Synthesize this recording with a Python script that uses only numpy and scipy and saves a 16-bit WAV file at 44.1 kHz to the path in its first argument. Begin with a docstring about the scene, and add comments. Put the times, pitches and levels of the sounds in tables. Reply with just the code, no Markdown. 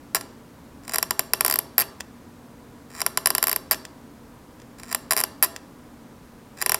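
"""A steel pick is drawn hard along a steel ruler that a hand presses onto a metal beam on a desk.
The point sticks and slips, and every jump makes the steel ring. Each stroke starts with a light
scratch, breaks into sharp clicks and ends in a quick skid. The pick squeaks as it runs off the edge,
and light taps follow. The small lab answers with a short echo, and its ventilation rumbles softly."""
import sys
import numpy as np
from scipy import signal
from scipy.fft import rfft, irfft
from scipy.io import wavfile

SR = 44100
rng = np.random.default_rng(int(sys.argv[2]) if len(sys.argv) > 2 else 0)


def digitize_waveform(pressure):
    """Quantize a signal to 16-bit integers and store it at the path in sys.argv[1].

    Rows of a 2-D input are taken as channels; values are limited to [-1, 1].
    """
    field = np.atleast_2d(pressure).T
    bounded = np.clip(field, -1, 1)
    quanta = np.round(bounded * 32767).astype(np.int16)
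    wavfile.write(sys.argv[1], SR, quanta)


N = 299439


def from_db(db):
    """Turn decibels into a number to multiply by."""
    return 10 ** (np.asarray(db) / 20)


def rms_one(x):
    """Scale a signal to an average (rms) strength of 1."""
    return x / np.sqrt(np.mean(x ** 2) + 1e-20)


def at_hz(table, hz, column=1):
    """Read a table's column at any pitch, gliding between the rows."""
    table = np.array(table)
    return np.interp(np.log(np.maximum(hz, 1)), np.log(table[:, 0]), table[:, column])


def coloured(x, colour):
    """Make each pitch in a sound louder or softer, as a table says."""
    return irfft(rfft(x) * from_db(at_hz(colour, np.fft.rfftfreq(len(x), 1 / SR))), len(x))


def seconds(length):
    """The time of each sample in a sound of this length."""
    return np.arange(int(length * SR)) / SR


def spikes(times, gains):
    """A one-sample push at each given time."""
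    return np.bincount(np.round(np.asarray(times) * SR).astype(int), gains, N)[:N]


def convolve(x, response):
    """Let every sample of x set off its own copy of the response."""
    return signal.oaconvolve(x, response)[:N]


def add(out, start_s, sound):
    """Mix a short sound in at a given time."""
    at = int(round(start_s * SR))
    out[at:at + len(sound)] += sound[:N - at]


def ring(hz, fade_s, rise_s, phase=0):
    """One tone of struck metal: it swells as the bend spreads, then falls 60 dB in its fade time."""
    t = seconds(fade_s + 0.0101)
    swell = 1 - np.exp(-t / rise_s)
    return np.sin(2 * np.pi * hz * t + phase) * swell * np.exp(-np.log(1000) * t / fade_s)


# The rumble and hiss of moving air. Each row: pitch in Hz, relative level in dB.
AIR_COLOUR = [(12, -31), (20, -5.5), (37, -7), (68, -7), (204, -4), (228, -4.5), (285, -5), (399, -11),
              (472, -8.5), (642, -14.5), (976, -15), (1530, -20), (2820, -28.5), (14700, -35), (16000, -40)]
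# The hum of the ducts and a faint fan whine. Each row: pitch in Hz, width in Hz, level in dB.
DUCT_HUMS = [(72.8, 7.2, -63.5), (127.5, 3.3, -63), (239.2, 10, -54.5), (284, 11, -57), (476, 29, -82.5),
             (970, 22, -67)]


def ventilation(rush_db):
    """Air rushes steadily, and the ducts and fan add a few narrow hums."""
    rush = from_db(rush_db) * rms_one(coloured(rng.standard_normal(N), AIR_COLOUR))
    hz = np.fft.rfftfreq(N, 1 / SR)
    peaks = sum(from_db(level_db) * rms_one(1 / (1 + ((hz - centre) / width) ** 2))
                for centre, width, level_db in DUCT_HUMS)
    return rush + irfft(rfft(rng.standard_normal(N)) * peaks, N)


# The scratch that opens a stroke and swells until the point bites.
# Each row: start in seconds, time of the bite in seconds, relative level at the bite in dB.
STROKES = [(0.832, 0.96, -32), (2.897, 3.011, -30), (4.782, 4.922, -32.5), (6.571, 6.617, -33.5)]
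# The point loses its hold and chatters on. Each row: start and end in seconds, force in dB, first gap
# in seconds, share of a gap that the next one keeps, extra treble in dB, friction in dB.
SKIDS = [(0.1475, 0.169, -9.5, 0.0075, 0.47, 0, -22), (1.7807, 1.823, -8, 0.0095, .89, 0.5, -26),
         (3.7109, 3.73, -8, .0063, .55, -0.5, -22), (5.4255, 5.449, -8, 0.0061, .8, 2.5, -22)]


def friction(peak_grains_per_s, swell_db_per_s=97, release_db_per_s=900, spread_db=4):
    """The point catches on tiny bumps: many in a fast skid, only a few in a slow, light slide."""
    t, force = np.arange(N) / SR, np.zeros(N)
    for start, bite, level_db in STROKES:
        on = (t > start) & (t < bite)
        force[on] += from_db(level_db - swell_db_per_s * (bite - t[on]))
    for start, end, *_, level_db in SKIDS:
        on = t > start
        # the rubbing dies away as the hand stops
        force[on] += from_db(level_db - release_db_per_s * np.clip(t[on] - end, 0, .2))
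    speed = (force / force.max()) ** 0.73
    grains = (rng.random(N) < speed * peak_grains_per_s / SR) * rng.choice([-1, 1], N)
    return force / np.sqrt(speed + 1e-9) * grains * from_db(spread_db * rng.standard_normal(N))


# The tones of pick, ruler and beam, damped by the fingers.
# Each row: pitch in Hz, relative level in dB, fade time in seconds.
STEEL_TONES = [ (175, -39, 0.066), (398, -43, .22), (428, -29.5, .05), (545, -38, .05), (675, -25.5, .034),
               (830, -26, .036), (1000, -27.5, .07), (1090, -19.5, .022), (1386, -21, 0.018),
               (1560, -24.5, 0.024), (1840, -11, 0.0092), (2082, -16.5, 0.0099), (2343, -11.5, 0.0062),
               (2713, -28.5, 0.028), (3003, -25.5, 0.014), (3950, -22, 0.011), (4830, -15.5, .0145),
               (5470, -17.5, .015), (6145, -17, 0.0045), (7280, -17, 0.012), (7600, -22.5, 0.011),
               (8210, -20, 0.012), (9000, -21, 0.011), (9470, -24.5, 0.011), (10620, -9.5, .0117),
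               (11520, -20.5, .0103), (11820, -15.5, .0063), (12790, -8.5, .0106), (13520, -20, .015),
               (14300, -20, 0.0068), (14940, -10, 0.0046)]
# How those tones change over a whole stroke.
# Each row: pitch in Hz, change as a share of that pitch, change of level in dB.
TRAVEL_EFFECT = [(3000, 0.0069, -2), (3950, -0.026, -9), (4920, -0.041, -3.5), (5490, -0.039, -6),
                 (5820, 0.019, -2), (6980, 0.069, 1), (7600, 0.001, -17), (7960, 0.0054, 5),
                 (8760, 0.07, -13), (10470, 0, -5.5), (11820, -0.033, -7.5), (12740, 0.0021, -2),
                 (13400, -0.0031, -5), (14000, -.03, -7), (14900, .05, -3)]


def steel_tone(k, travel, rise_s, detune=0, lag_s=0):
    """Tone k of the steel, which depends on how far the point has travelled (0 to 1)."""
    hz, level_db, fade_s = STEEL_TONES[k]
    shift = at_hz(TRAVEL_EFFECT, hz) * (travel - .5)
    change_db = at_hz(TRAVEL_EFFECT, hz, column=2) * (travel - .5)
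    tone = ring(hz * (1 + shift + detune), fade_s, rise_s, phase=2 * np.pi * hz * lag_s)
    return (-1) ** k * from_db(level_db + change_db) * tone  # neighbouring tones swing opposite ways


# The colour of the rubbing force. Each row: pitch in Hz, boost or cut in dB.
FRICTION_COLOUR = [(300, 0.5), (2000, -1.5), (4800, -4.5), (8000, -1.5), (10600, -12.5), (12700, -16),
                   (15000, -6)]


def scratches(gain_db, travel):
    """Friction sets the steel ringing before each bite and during each skid."""
    force = from_db(gain_db) * coloured(friction(peak_grains_per_s=1400), FRICTION_COLOUR)
    steel = np.zeros(N)
    for k in range(len(STEEL_TONES)):
        add(steel, 0, steel_tone(k, travel, rise_s=0.000143))
    return convolve(force, steel[:SR // 4])


# Sharp stick-slip clicks, each slightly delayed, with a little random timing.
# Each row: time in seconds before that delay is added, force in dB.
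SLIPS = [(0.209, -25), (0.878, -27), (0.893, -24), (0.919, -26.5), (0.934, -19), (0.939, -20),
         (0.943, -16.5), (0.957, -13.5), (0.982, -12.5), (1.026, -12), (1.107, -11), (1.192, -9.5),
         (1.333, -7.5), (1.407, -9), (1.447, -9), (1.461, -11.5), (1.479, -14.5), (1.497, -14.5),
         (1.51, -14), (1.523, -15), (1.538, -15.5), (1.556, -14.5), (1.587, -12), (3.003, -21),
         (3.015, -14), (3.062, -10.5), (3.172, -9.5), (3.257, -8), (3.27, -11), (3.302, -12),
         (3.349, -10.5), (3.38, -12), (3.426, -10), (3.438, -13.5), (3.469, -13.5), (3.48, -15.5),
         (3.493, -15.5), (3.513, -17), (3.527, -14.5), (3.56, -15), (4.797, -33.5), (4.832, -30),
         (4.913, -25.5), (4.926, -18.5), (4.946, -12), (5.107, -10), (5.112, -16.5), (5.12, -12),
         (5.132, -17), (5.164, -14), (5.174, -14.5), (5.18, -16), (5.189, -19.5), (5.195, -19.5),
         (5.201, -15.5), (5.21, -17), (5.236, -12.5), (6.614, -18.5), (6.622, -15), (6.66, -11),
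         (6.693, -10), (6.718, -10.5), (6.743, -10.5)]


def point_jumps(delay_s=.0012, timing_scatter_s=.0004, shortest_gap_s=.003):
    """List all jumps of the slips and skids as: time in seconds, force in dB, extra treble in dB."""
    delays = delay_s + timing_scatter_s * rng.uniform(-1, 1, len(SLIPS))
    jumps = [(start + delay, force_db, 0) for (start, force_db), delay in zip(SLIPS, delays)]
    for at_s, end, force_db, first_gap, gap_share, treble_db, _ in SKIDS:
        jumps.append((at_s, force_db, treble_db))
        gap = first_gap
        while at_s + gap < end:
            at_s += gap
            loss_db = 5.5 + 6.5 * np.log2(first_gap / gap)  # a shorter hold stores less force
            jumps.append((at_s, force_db - loss_db, treble_db))
            gap = max(gap * gap_share, shortest_gap_s)
    return np.array(sorted(jumps))


# The borders in Hz between five pitch bands: the body, the treble, two bright rings and the top.
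BAND_BORDERS_HZ = [3300, 10000, 11200, 13800]
# How those bands answer a jump. Each row: boost in dB at the start of the edge, boost in dB at its end,
# dB lost for each dB of force below a full bite.
BRIGHTNESS = [(0, -.5, 0), (0, 4.5, 0.2), (0.5, 4.5, 0.5), (-1.5, 8.5, 1.1), (-1, 0, 0)]


def clicks(jumps, gain_db, rise_s, scatter_db, whole_stroke_db=13, full_bite_db=-17.5):
    """Each jump strikes the steel: brighter further along the edge, duller under a light touch."""
    out, travel = np.zeros(N), np.zeros(len(STROKES) + 1)
    chance = rng.standard_normal((len(jumps), 3, len(STEEL_TONES)))
    bands = np.searchsorted(BAND_BORDERS_HZ, np.array(STEEL_TONES)[:, 0])
    start_db, end_db, softening = np.array(BRIGHTNESS)[bands].T
    for (at_s, force_db, treble_db), (luck, grip, lag) in zip(jumps, chance):
        stroke = np.searchsorted(np.array(STROKES)[:, 0], at_s)
        travel[stroke] += from_db(force_db - whole_stroke_db)  # a harder jump goes further
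        colour_db = start_db + (end_db - start_db) * min(travel[stroke], 1)
        colour_db += treble_db * (bands > 1)  # only above 10 kHz
        colour_db -= softening * max(full_bite_db - force_db, 0)
        for k, gain in enumerate(from_db(gain_db + force_db + colour_db + scatter_db * luck)):
            # the point never grips twice alike, so each tone is a little out of tune and out of step
            tone = steel_tone(k, travel[stroke], rise_s, detune=.004 * grip[k], lag_s=.000012 * lag[k])
            add(out, at_s, gain * tone)
    return out


# The tones of the beam and the ruler's free end.
# Each row: pitch in Hz, relative level in dB, fade time in seconds.
FREE_END_TONES = [(375, 0, 0.44), (424.6, -0.5, .35), (1172, -2.5, 0.45), (1746, -5, .4), (2820, -9, .35),
                  (3920, -7.5, .4), (4870, -1.5, 0.25), (5400, -2, 0.33), (7400, -7, 0.13)]


def after_ring(jumps, gain_db):
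    """The steel beyond the fingers is hardly damped, so it rings on quietly after each jump."""
    free_end = np.zeros(N)
    for hz, level_db, fade_s in FREE_END_TONES:
        add(free_end, 0, from_db(level_db) * ring(hz, fade_s, rise_s=.003))
    return convolve(spikes(jumps[:, 0], from_db(jumps[:, 1] + gain_db)), free_end[:SR])


# The colour of a snap. Each row: pitch in Hz, boost or cut in dB.
SNAP_COLOUR = [(150, 4), (400, 16.5), (1000, 5.5), (2200, -7.5), (3200, 7.5), (6400, 3.5), (9500, 6.5),
               (13000, 14.5), (16000, -4)]


def snaps(jumps, gain_db):
    """Each jump throws a snap in all directions, heard only when the room sends it back."""
    return coloured(spikes(jumps[:, 0], from_db(jumps[:, 1] + gain_db)), SNAP_COLOUR)


# The lab's lingering echo. Each row: pitch in Hz, relative level in dB, fade time in seconds.
ROOM_TAIL = [(154.4, -12.5, 0.45), (416, -7.5, 0.57), (1024, -8, 0.7), (2000, -12.5, 0.5),
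             (5160, -16, 0.53), (9050, -15.5, 0.31), (13000, -17, 0.11), (16400, -17, 0.2)]
# Bounces off the desk, arms and body. Each row: delay in seconds, relative level in dB.
NEAR_ECHOES = [(.0068, -20), (.0118, -18), (0.0155, -31.5), (.0245, -47)]


def lab_echo(sound, tail_db, gap_s, dull_above_hz, smear_s=0.0005):
    """The room returns a few dull, close bounces, then a wash of echo whose treble dies first."""
    t = seconds(.7)
    edges_hz = np.geomspace(100, 18000, 14)
    tail = np.zeros(len(t))
    for low, high in zip(edges_hz, edges_hz[1:]):
        hz = np.sqrt(low * high)
        decay = np.log(1000) / at_hz(ROOM_TAIL, hz, column=2)
        band = signal.butter(2, [low, high], "band", fs=SR, output="sos")
        noise = signal.sosfilt(band, rng.standard_normal(len(t)))
        gain = from_db(at_hz(ROOM_TAIL, hz) + tail_db) * np.sqrt(2 * decay / SR)
        tail += gain * noise * np.exp(-decay * t)
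    tail *= np.clip(t / gap_s - 1, 0, 1)  # silent for the gap, then fades in
    delays, echo_db = np.transpose(NEAR_ECHOES)
    dull = signal.butter(1, dull_above_hz, fs=SR, output="sos")
    bounces = signal.sosfilt(dull, spikes(delays, from_db(echo_db))[:len(t)])
    # uneven surfaces smear each bounce
    smear = rng.standard_normal(len(t)) * np.exp(-t / smear_s)
    bounces = convolve(bounces, smear / np.linalg.norm(smear))[:len(t)]
    return convolve(sound, tail + bounces)


# Light taps after the strokes, and a faint brush at 4.6 seconds, before the next stroke.
# Each row: start in seconds, relative level in dB.
TAPS = [(.1851, -29), (2.0024, -25), (2.0065, -10.5), (3.7446, -14), (3.852, -16), (4.6, -32.5),
        (4.6182, -31.5), (5.5627, -13.5)]
# The colour of a tap. Each row: pitch in Hz, boost or cut in dB.
TAP_COLOUR = [(200, -17), (600, -8), (1100, -1), (2500, -3), (3800, -6), (5200, 0.5), (7800, -4),
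              (10000, -13), (16000, -18)]


def taps(gain_db, rattle_db, fade_s):
    """With no weight on it, the pick gives a dry tick and a tiny rattle."""
    times, level_db = np.transpose(TAPS)
    t = seconds(.03)
    tick = from_db(rattle_db) * rng.standard_normal(len(t)) * np.exp(-np.log(1000) * t / fade_s)
    tick[0] += 1  # the hit itself
    return coloured(convolve(spikes(times, from_db(level_db + gain_db)), tick), TAP_COLOUR)


# The point runs over the edge and drops off it.
# Each row: start in seconds, squeak strength in dB, wait for the drop in seconds, knock strength in dB.
RUN_OFFS = [(1.8196, -16, 0.004, -5), (3.7302, 0, 0.0043, -9.5), (5.4510, -4.5, 0.00365, -22)]
# The tones of the squeak and the knock. Each row: pitch in Hz, relative level in dB, fade time in seconds.
SQUEAK_TONES = [(5200, -24.5, 0.0186), (7270, -25, 0.012), (12600, -16, 0.012)]
KNOCK_TONES = [(1710, -12.5, 0.0082), (2660, -7, 0.0061)]


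def run_offs(rise_s):
    """On the edge the contact changes and the pick squeaks, then drops with a dull knock."""
    out = np.zeros(N)
    for start_s, squeak_db, wait_s, knock_db in RUN_OFFS:
        for hz, level_db, fade_s in SQUEAK_TONES:
            add(out, start_s, from_db(squeak_db + level_db) * ring(hz, fade_s, rise_s))
        for hz, level_db, fade_s in KNOCK_TONES:
            add(out, start_s + wait_s, from_db(knock_db + level_db) * ring(hz, fade_s, rise_s))
    return out


def scene():
    """Mix the pick on the ruler, the room's echo and the ventilation into one channel."""
    air = ventilation(rush_db=-48)
    jumps = point_jumps()
    pick = scratches(gain_db=-1, travel=0.18)
    pick += taps(gain_db=8, rattle_db=-14.5, fade_s=0.017)
    pick += clicks(jumps, gain_db=10, rise_s=0.0005, scatter_db=2.14)
    pick += after_ring(jumps, gain_db=-39)
    pick += run_offs(rise_s=0.00049)
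    echo = lab_echo(pick + snaps(jumps, gain_db=14), tail_db=-5.5, gap_s=0.0076, dull_above_hz=2900)
    return (pick + echo + air)[None]


def record(dry):
    """The microphone drops the deepest bass; the loudest peaks are rounded and the top treble is cut."""
    bass_hz, treble_hz, ceiling = 28, 16300, 1.2
    picked_up = signal.sosfilt(signal.butter(2, bass_hz, "high", fs=SR, output="sos"), dry)
    rounded = ceiling * np.tanh(picked_up / ceiling)
    return signal.sosfilt(signal.ellip(10, .1, 80, treble_hz, fs=SR, output="sos"), rounded)


dry = scene()
out = record(dry)
digitize_waveform(out)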